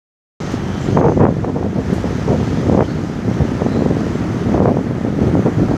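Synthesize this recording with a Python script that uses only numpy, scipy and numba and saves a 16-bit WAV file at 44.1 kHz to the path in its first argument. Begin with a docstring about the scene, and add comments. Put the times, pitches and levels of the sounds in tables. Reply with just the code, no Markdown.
"""Wind on a small camera microphone held low over wet sand, with surf breaking far down the beach.
A breeze rumbles on the microphone port; gusts ride on it and throw sharp buffets at their strongest,
with small eddies sputtering in between and thin whistles above. Far off, the waves roar steadily and
their foam hisses; close by, the sand sizzles twice. The camera's gain control turns everything down
after the big gusts and lets it come back half a second later."""
import sys
import numpy as np
from scipy import signal
from scipy.fft import rfft, irfft
from scipy.io import wavfile
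from scipy.ndimage import uniform_filter1d, minimum_filter1d, map_coordinates
from numba import njit

SR = 44100
rng = np.random.default_rng(int(sys.argv[2]) if len(sys.argv) > 2 else 0)


def master_out(mix):
    """Clip the mix to full scale and print it as 16-bit PCM to the path in sys.argv[1]."""
    frames = np.transpose(np.atleast_2d(mix))
    ceiling = np.clip(frames, -1, 1)
    pcm = np.round(ceiling * 32767).astype(np.int16)
    wavfile.write(sys.argv[1], SR, pcm)


N = 254456
TIME = np.arange(N) / SR
FREQS = np.arange(N // 2 + 1) * SR / N


def undb(db):
    """Decibels to gain."""
    return 10 ** (np.asarray(db) / 20)


def level_curve(points):
    """Gain at every sample from (t/s, level/dB) points."""
    return undb(np.interp(TIME, *np.transpose(points)))


def unit(x):
    """Scale to rms 1."""
    return x / np.sqrt(np.mean(x ** 2))


def noise(spectrum):
    """Noise of rms 1 with the colour of (f/Hz, level/dB) points."""
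    hz, db = np.transpose(spectrum)
    colour = undb(np.interp(np.log(np.maximum(FREQS, 1)), np.log(hz), db))
    return unit(irfft(rfft(rng.standard_normal(N)) * colour, N))


def wander(per_s):
    """Smooth random wander of rms 1 that changes about per_s times a second."""
    steps = rng.standard_normal(4096)
    return unit(map_coordinates(steps, [TIME * per_s], order=2, mode="wrap"))


def steady(x, samples):
    """Take out swells longer than this many samples and keep the fast grain."""
    power = uniform_filter1d(uniform_filter1d(x ** 2, samples), samples)
    return x / np.sqrt(power + 1e-12)


# The breeze at the microphone, low over the sand: t/s, rumble level/dB
BREEZE_LEVEL = [(0.41, -22.5), (0.58, -24.5), (0.65, -19), (0.85, -21.5), (1.14, -12.5), (1.38, -13.5),
                (1.7, -14.5), (1.84, -22), (2.15, -20.5), (2.23, -22), (2.47, -17.5), (2.9, -18.5),
                (3.15, -20), (3.56, -20), (3.98, -16), (4.12, -20.5), (4.78, -17), (5.77, -19.5)]
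# Gusts reaching the microphone: t/s, length/s, rumble level/dB, flutter level/dB
PORT_GUSTS = [(0.535, 0.031, -17.5, -35), (0.884, .085, -13.5, -27), (0.967, 0.15, -9.5, -9.5),
              (1.195, .11, -6.5, -9.5), (1.433, 0.083, -14, -14), (1.559, 0.048, -18, -14),
              (1.624, .04, -11.5, -17), (1.748, 0.059, -12.5, -20), (1.867, 0.074, -15, -28),
              (2.045, 0.076, -17.5, -23.5), (2.281, 0.073, -12.5, -14), (2.391, 0.034, -11.5, -22.5),
              (2.61, 0.13, -16.5, -22), (2.682, 0.15, -12.5, -15.5), (2.79, 0.042, -10, -12),
              (3.246, 0.074, -13.5, -28), (3.401, 0.057, -13, -25), (3.611, .07, -17, -22),
              (3.739, 0.091, -15.5, -22), (3.849, 0.12, -15, -23), (4.442, 0.12, -14, -24.5),
              (4.526, 0.084, -13.5, -16.5), (4.605, 0.11, -10.5, -13.5), (4.695, 0.11, -13, -20),
              (4.89, 0.042, -13.5, -26), (5.034, 0.066, -15, -21.5), (5.133, 0.18, -14, -29),
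              (5.321, 0.1, -13, -31.5), (5.443, 0.049, -13.5, -21), (5.571, 0.077, -12, -31.5),
              (5.681, 0.079, -15, -20)]
def airflow(calm_flutter_db=-17, attack_s=.01, release_s=.034):
    """Strength of the large and the small eddies: gusts rise out of the breeze, hold and drop back."""
    rumble = level_curve(BREEZE_LEVEL)
    flutter = rumble * undb(calm_flutter_db)
    for start, length, rumble_db, flutter_db in PORT_GUSTS:
        rise = (TIME - start) / attack_s
        fall = (start + length - TIME) / release_s
        gust = np.clip(.5 + np.minimum(rise, fall), 0, 1)
        rumble = np.maximum(rumble, gust * undb(rumble_db))
        flutter = np.maximum(flutter, gust * undb(flutter_db))
    return rumble, flutter


# Spectra of the large, small and finest eddies, right on the port: f/Hz, relative level/dB
RUMBLE_SPECTRUM = [(15, -35), (26, -24), (38, -41), (60, -9.5), (95, -1), (135, 0), (200, 0), (300, -5),
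                   (420, -12), (600, -27.5), (1000, -58), (2500, -91)]
FLUTTER_SPECTRUM = [(100, -38), (220, -16), (350, -3), (480, -0.5), (650, -6.5), (850, -13), (1100, -21.5),
                    (1600, -45), (2500, -49), (5000, -78)]
CRACKLE_SPECTRUM = [(300, -21), (650, 6.5), (850, 9), (1200, -1.5), (1700, -9), (2500, -18), (4000, -52),
                    (8000, -79)]
def wind(flutter_db=-1.5, crackle_db=-6.5, surge_db=1.43, churn_db=2.0, burst_db=3.0):
    """Large eddies rumble on the port; small ones ride on them in bursts and crackle in fast air."""
    rumble, flutter = airflow()
    surge = undb(surge_db * wander(40))
    flutter = flutter * surge ** 2.15
    crackle = flutter ** 1.69  # the finest eddies grow faster with speed than the rest
    eddies = wander(110)
    bursts = undb(burst_db * (eddies + wander(260)))
    large = steady(noise(RUMBLE_SPECTRUM) * undb(churn_db * eddies), samples=1500)
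    small = steady(noise(FLUTTER_SPECTRUM) * bursts, samples=1200)
    finest = steady(noise(CRACKLE_SPECTRUM) * bursts, samples=1200)
    return (rumble * surge * large
            + undb(flutter_db) * flutter * small
            + undb(crackle_db) * crackle * finest)


def eddy_spectrum(f, reach_hz, low_hz=220):
    """An eddy's pressure spectrum dies away exponentially, reaching further up for a fast eddy."""
    return f ** 2 / (f ** 2 + low_hz ** 2) * np.exp(-f / reach_hz)


def sputter(per_s=26, above_rumble_db=6, scatter_db=2.0, slots=512):
    """Small eddies tap the port at random, harder when the wind is stronger."""
    at = ((np.arange(slots) + rng.random(slots)) / per_s * SR).astype(int)
    sizes = undb(scatter_db * rng.standard_normal(slots))
    signs = rng.choice([-1, 1], slots)
    taps = np.zeros(N)
    taps[at[at < N]] = (signs * sizes)[at < N]
    rumble, _ = airflow()
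    swing = 1j * eddy_spectrum(FREQS, reach_hz=210)  # one push and pull
    swing /= np.abs(irfft(swing, N)).max()
    return undb(above_rumble_db) * irfft(rfft(taps * rumble) * swing, N)


# Spectra of the breakers, foam and spray, far down the beach: f/Hz, relative level/dB
BREAKER_SPECTRUM = [(60, 8), (200, 5), (450, -5.5), (700, -1), (950, -3.5), (1120, -5.5), (1280, -2.5),
                    (1500, -6.5), (1850, -7), (2400, -14.5), (3200, -24), (5000, -37), (9000, -64)]
FOAM_SPECTRUM = [(900, -26), (2000, -3), (3100, 4), (3800, 0.5), (5000, 0), (5700, -0.5), (6150, 1.5),
                 (6700, -2.5), (7400, -6.5), (8300, -14.5), (10000, -29), (15000, -39)]
SPRAY_SPECTRUM = [(5000, -27), (7500, 2), (9000, 2.5), (10500, 0), (12000, -4), (15000, -5)]
# Foam spreading and draining on the beach: t/s, relative level/dB
FOAM_WASH = [(0.41, -41), (0.54, -40), (0.6, -44.5), (0.9, -42.5), (1.5, -45), (2.45, -42.5), (2.9, -44),
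             (3.1, -44.5), (3.45, -45), (3.8, -44.5), (4.0, -44.5), (5.0, -47), (5.77, -46.5)]
def surf(roar_db=-27.5, foam_db=1.5, spray_db=-58.5, ripple_db=.17, patchy_db=1.06, grain_db=1.05):
    """Distant breakers roar; foam patches swell and fade, each at its own pitch, under a fine spray."""
    roar = noise(BREAKER_SPECTRUM) * undb(roar_db + ripple_db * wander(16))
    bubbles = rfft(noise(FOAM_SPECTRUM))
    octave = np.log2(np.maximum(FREQS, 1))
    centres = np.linspace(np.log2(2000), np.log2(9000), 14)
    patches = [irfft(bubbles * np.interp(octave, centres, share), N) for share in np.eye(len(centres))]
    foam = unit(sum(patch * undb(patchy_db * wander(17)) for patch in patches))
    spray = undb(spray_db) * noise(SPRAY_SPECTRUM)
    hiss = undb(foam_db) * level_curve(FOAM_WASH) * foam + spray
    return roar + undb(grain_db * wander(420)) * hiss


# Sizzles on the wet sand, close to the microphone: t/s, level/dB, decay/s
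SAND_SIZZLES = [(0.513, -43, .012), (1.932, -43.5, 0.03)]
def sizzles(rise_s=.004):
    """Tiny bubbles burst together: a quick, very high hiss that dies away."""
    swell = np.zeros(N)
    for start, db, decay_s in SAND_SIZZLES:
        age = TIME - start
        swell += undb(db) * np.clip(age / rise_s, 0, 1) * np.exp(-np.abs(age) / decay_s)
    return swell * noise([(3000, -20), (7500, 6), (12000, -6), (15000, -10)])


# Thin, airy whistles of the wind on the beach: t/s, length/s, first f/Hz, last f/Hz, level/dB
EDGE_WHISTLES = [(0.6, 0.45, 3130, 3060, -48), (0.79, 0.099, 7400, 6900, -48),
                 (0.93, 0.28, 6570, 6000, -47), (2.48, 0.27, 4860, 5250, -53),
                 (2.83, 0.04, 3050, 3100, -40), (2.86, .11, 4200, 4620, -49), (3.27, 0.18, 5630, 5500, -52),
                 (3.655, 0.2, 3920, 4210, -48), (4.13, .07, 7300, 7600, -54)]
def whistles(relative_width=.065, waver_db=2.0):
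    """Air sheds vortices at small edges: narrow, wavering bands that glide with its speed."""
    out = np.zeros(N)
    for start, length, first_hz, last_hz, db in EDGE_WHISTLES:
        span = (TIME > start) & (TIME < start + length)
        progress = (TIME[span] - start) / length
        phase = 2 * np.pi * np.cumsum(first_hz + (last_hz - first_hz) * progress) / SR
        blur = signal.butter(2, relative_width * first_hz / 2, fs=SR, output="sos")
        drift = signal.sosfilt(blur, rng.standard_normal((2, SR)))[:, :len(phase)]
        band = unit(drift[0] * np.cos(phase) + drift[1] * np.sin(phase))
        swell = np.sqrt(np.sin(np.pi * progress))
        out[span] += undb(db) * swell * band
    return out * undb(waver_db * wander(40))


# The hardest eddies, straight onto the port: t/s, relative peak level/dB, spectral reach f/Hz
PORT_BUFFETS = [(0.889, -6, 220), (0.973, 5.5, 563), (1.013, 11.5, 470), (1.063, 5.5, 460), (1.083, 4, 524),
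                (1.12, 1, 400), (1.175, 5, 260), (1.214, 9, 370), (1.252, 11, 530), (1.266, 8, 480),
                (1.445, -3.5, 564), (2.042, -4, 232), (2.304, -9.5, 260), (2.696, 3.5, 266),
                (2.747, 1, 260), (2.791, 7, 380), (2.806, 6, 600), (2.823, -1, 380), (3.619, -2.5, 300),
                (3.663, -2.5, 219), (3.82, -4, 240), (3.86, 2, 205), (3.91, 4, 192), (4.578, -2.5, 424),
                (4.603, 7.5, 320), (4.656, 4, 490), (4.769, -0.5, 308), (4.909, -3, 270), (5.048, -3, 222),
                (5.277, -6, 260), (5.352, 2, 350), (5.461, -3, 300), (5.712, -5, 300)]
def buffets(gain_db=-.94, rise_s=.0012, lead_s=.012, samples=2048):
    """An eddy strikes the port: a few wild pressure swings, brighter the faster it moves."""
    out = np.zeros(N)
    age = np.maximum(np.arange(samples) / SR - lead_s, 0)
    f = np.arange(samples // 2 + 1) * SR / samples
    soft_ends = signal.windows.tukey(samples, .4)
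    for start, db, reach_hz in PORT_BUFFETS:
        # the swirl scatters the blow over a few milliseconds
        swirl = rng.standard_normal(samples) * (age / rise_s) ** 2 * np.exp(-2 * age / rise_s)
        scatter = np.exp(1j * np.angle(rfft(swirl)))
        blow = soft_ends * irfft(eddy_spectrum(f, reach_hz) * scatter)
        blow *= undb(db + gain_db) / np.abs(blow).max()
        at = int((start - lead_s) * SR)
        out[at:at + samples] += blow[:N - at]
    return out


def scene():
    """One microphone low over the sand: wind right on it, the surf far behind."""
    return (wind() + sputter() + buffets() + whistles() + surf() + sizzles())[None]


@njit
def peak_follower(x, release_s):
    """Jumps to each peak and sinks back slowly."""
    out, level = np.empty(len(x)), 0.
    for i in range(len(x)):
        level = max(abs(x[i]), level * (1 - 1 / (release_s * SR)))
        out[i] = level
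    return out


def gain_control(x, threshold_db=-11.0, slope=.58, sense_s=.09, hold_s=.47, recover_s=.17):
    """The camera's gain drops when the running level passes a threshold, is held, then recovers."""
    running = np.sqrt(np.maximum(uniform_filter1d(x ** 2, int(sense_s * SR)), 0))
    half = int(hold_s * SR / 2)
    held = -minimum_filter1d(-running, 2 * half + 1, origin=half, mode="constant")
    excess = peak_follower(held, recover_s) / undb(threshold_db)
    return np.maximum(excess, 1) ** -slope


def limiter(x, ceiling=.97, release_s=.053):
    """Gain that ducks smoothly just ahead of the hardest peaks."""
    gain = np.minimum(1, ceiling / (peak_follower(x, release_s) + 1e-9))
    held = minimum_filter1d(gain, size=129)
    return uniform_filter1d(uniform_filter1d(held, size=65), size=65)


def record(dry, low_cut_hz=40, top_hz=15050, start_s=.402):
    """The camera, silent until start_s: bass cut at the microphone, gain control, limiter, top cut."""
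    low_cut = signal.butter(4, low_cut_hz, "high", fs=SR, output="sos")
    top_cut = signal.ellip(10, .2, 80, top_hz, fs=SR, output="sos")
    sound = signal.sosfilt(low_cut, dry)
    sound *= gain_control(sound[0])
    sound *= limiter(sound[0])
    gate = np.interp(np.arange(N), [start_s * SR, start_s * SR + 30, N - 130, N - 1], [0, 1, 1, 0])
    return signal.sosfilt(top_cut, sound * gate)


dry = scene()
out = record(dry)
master_out(out)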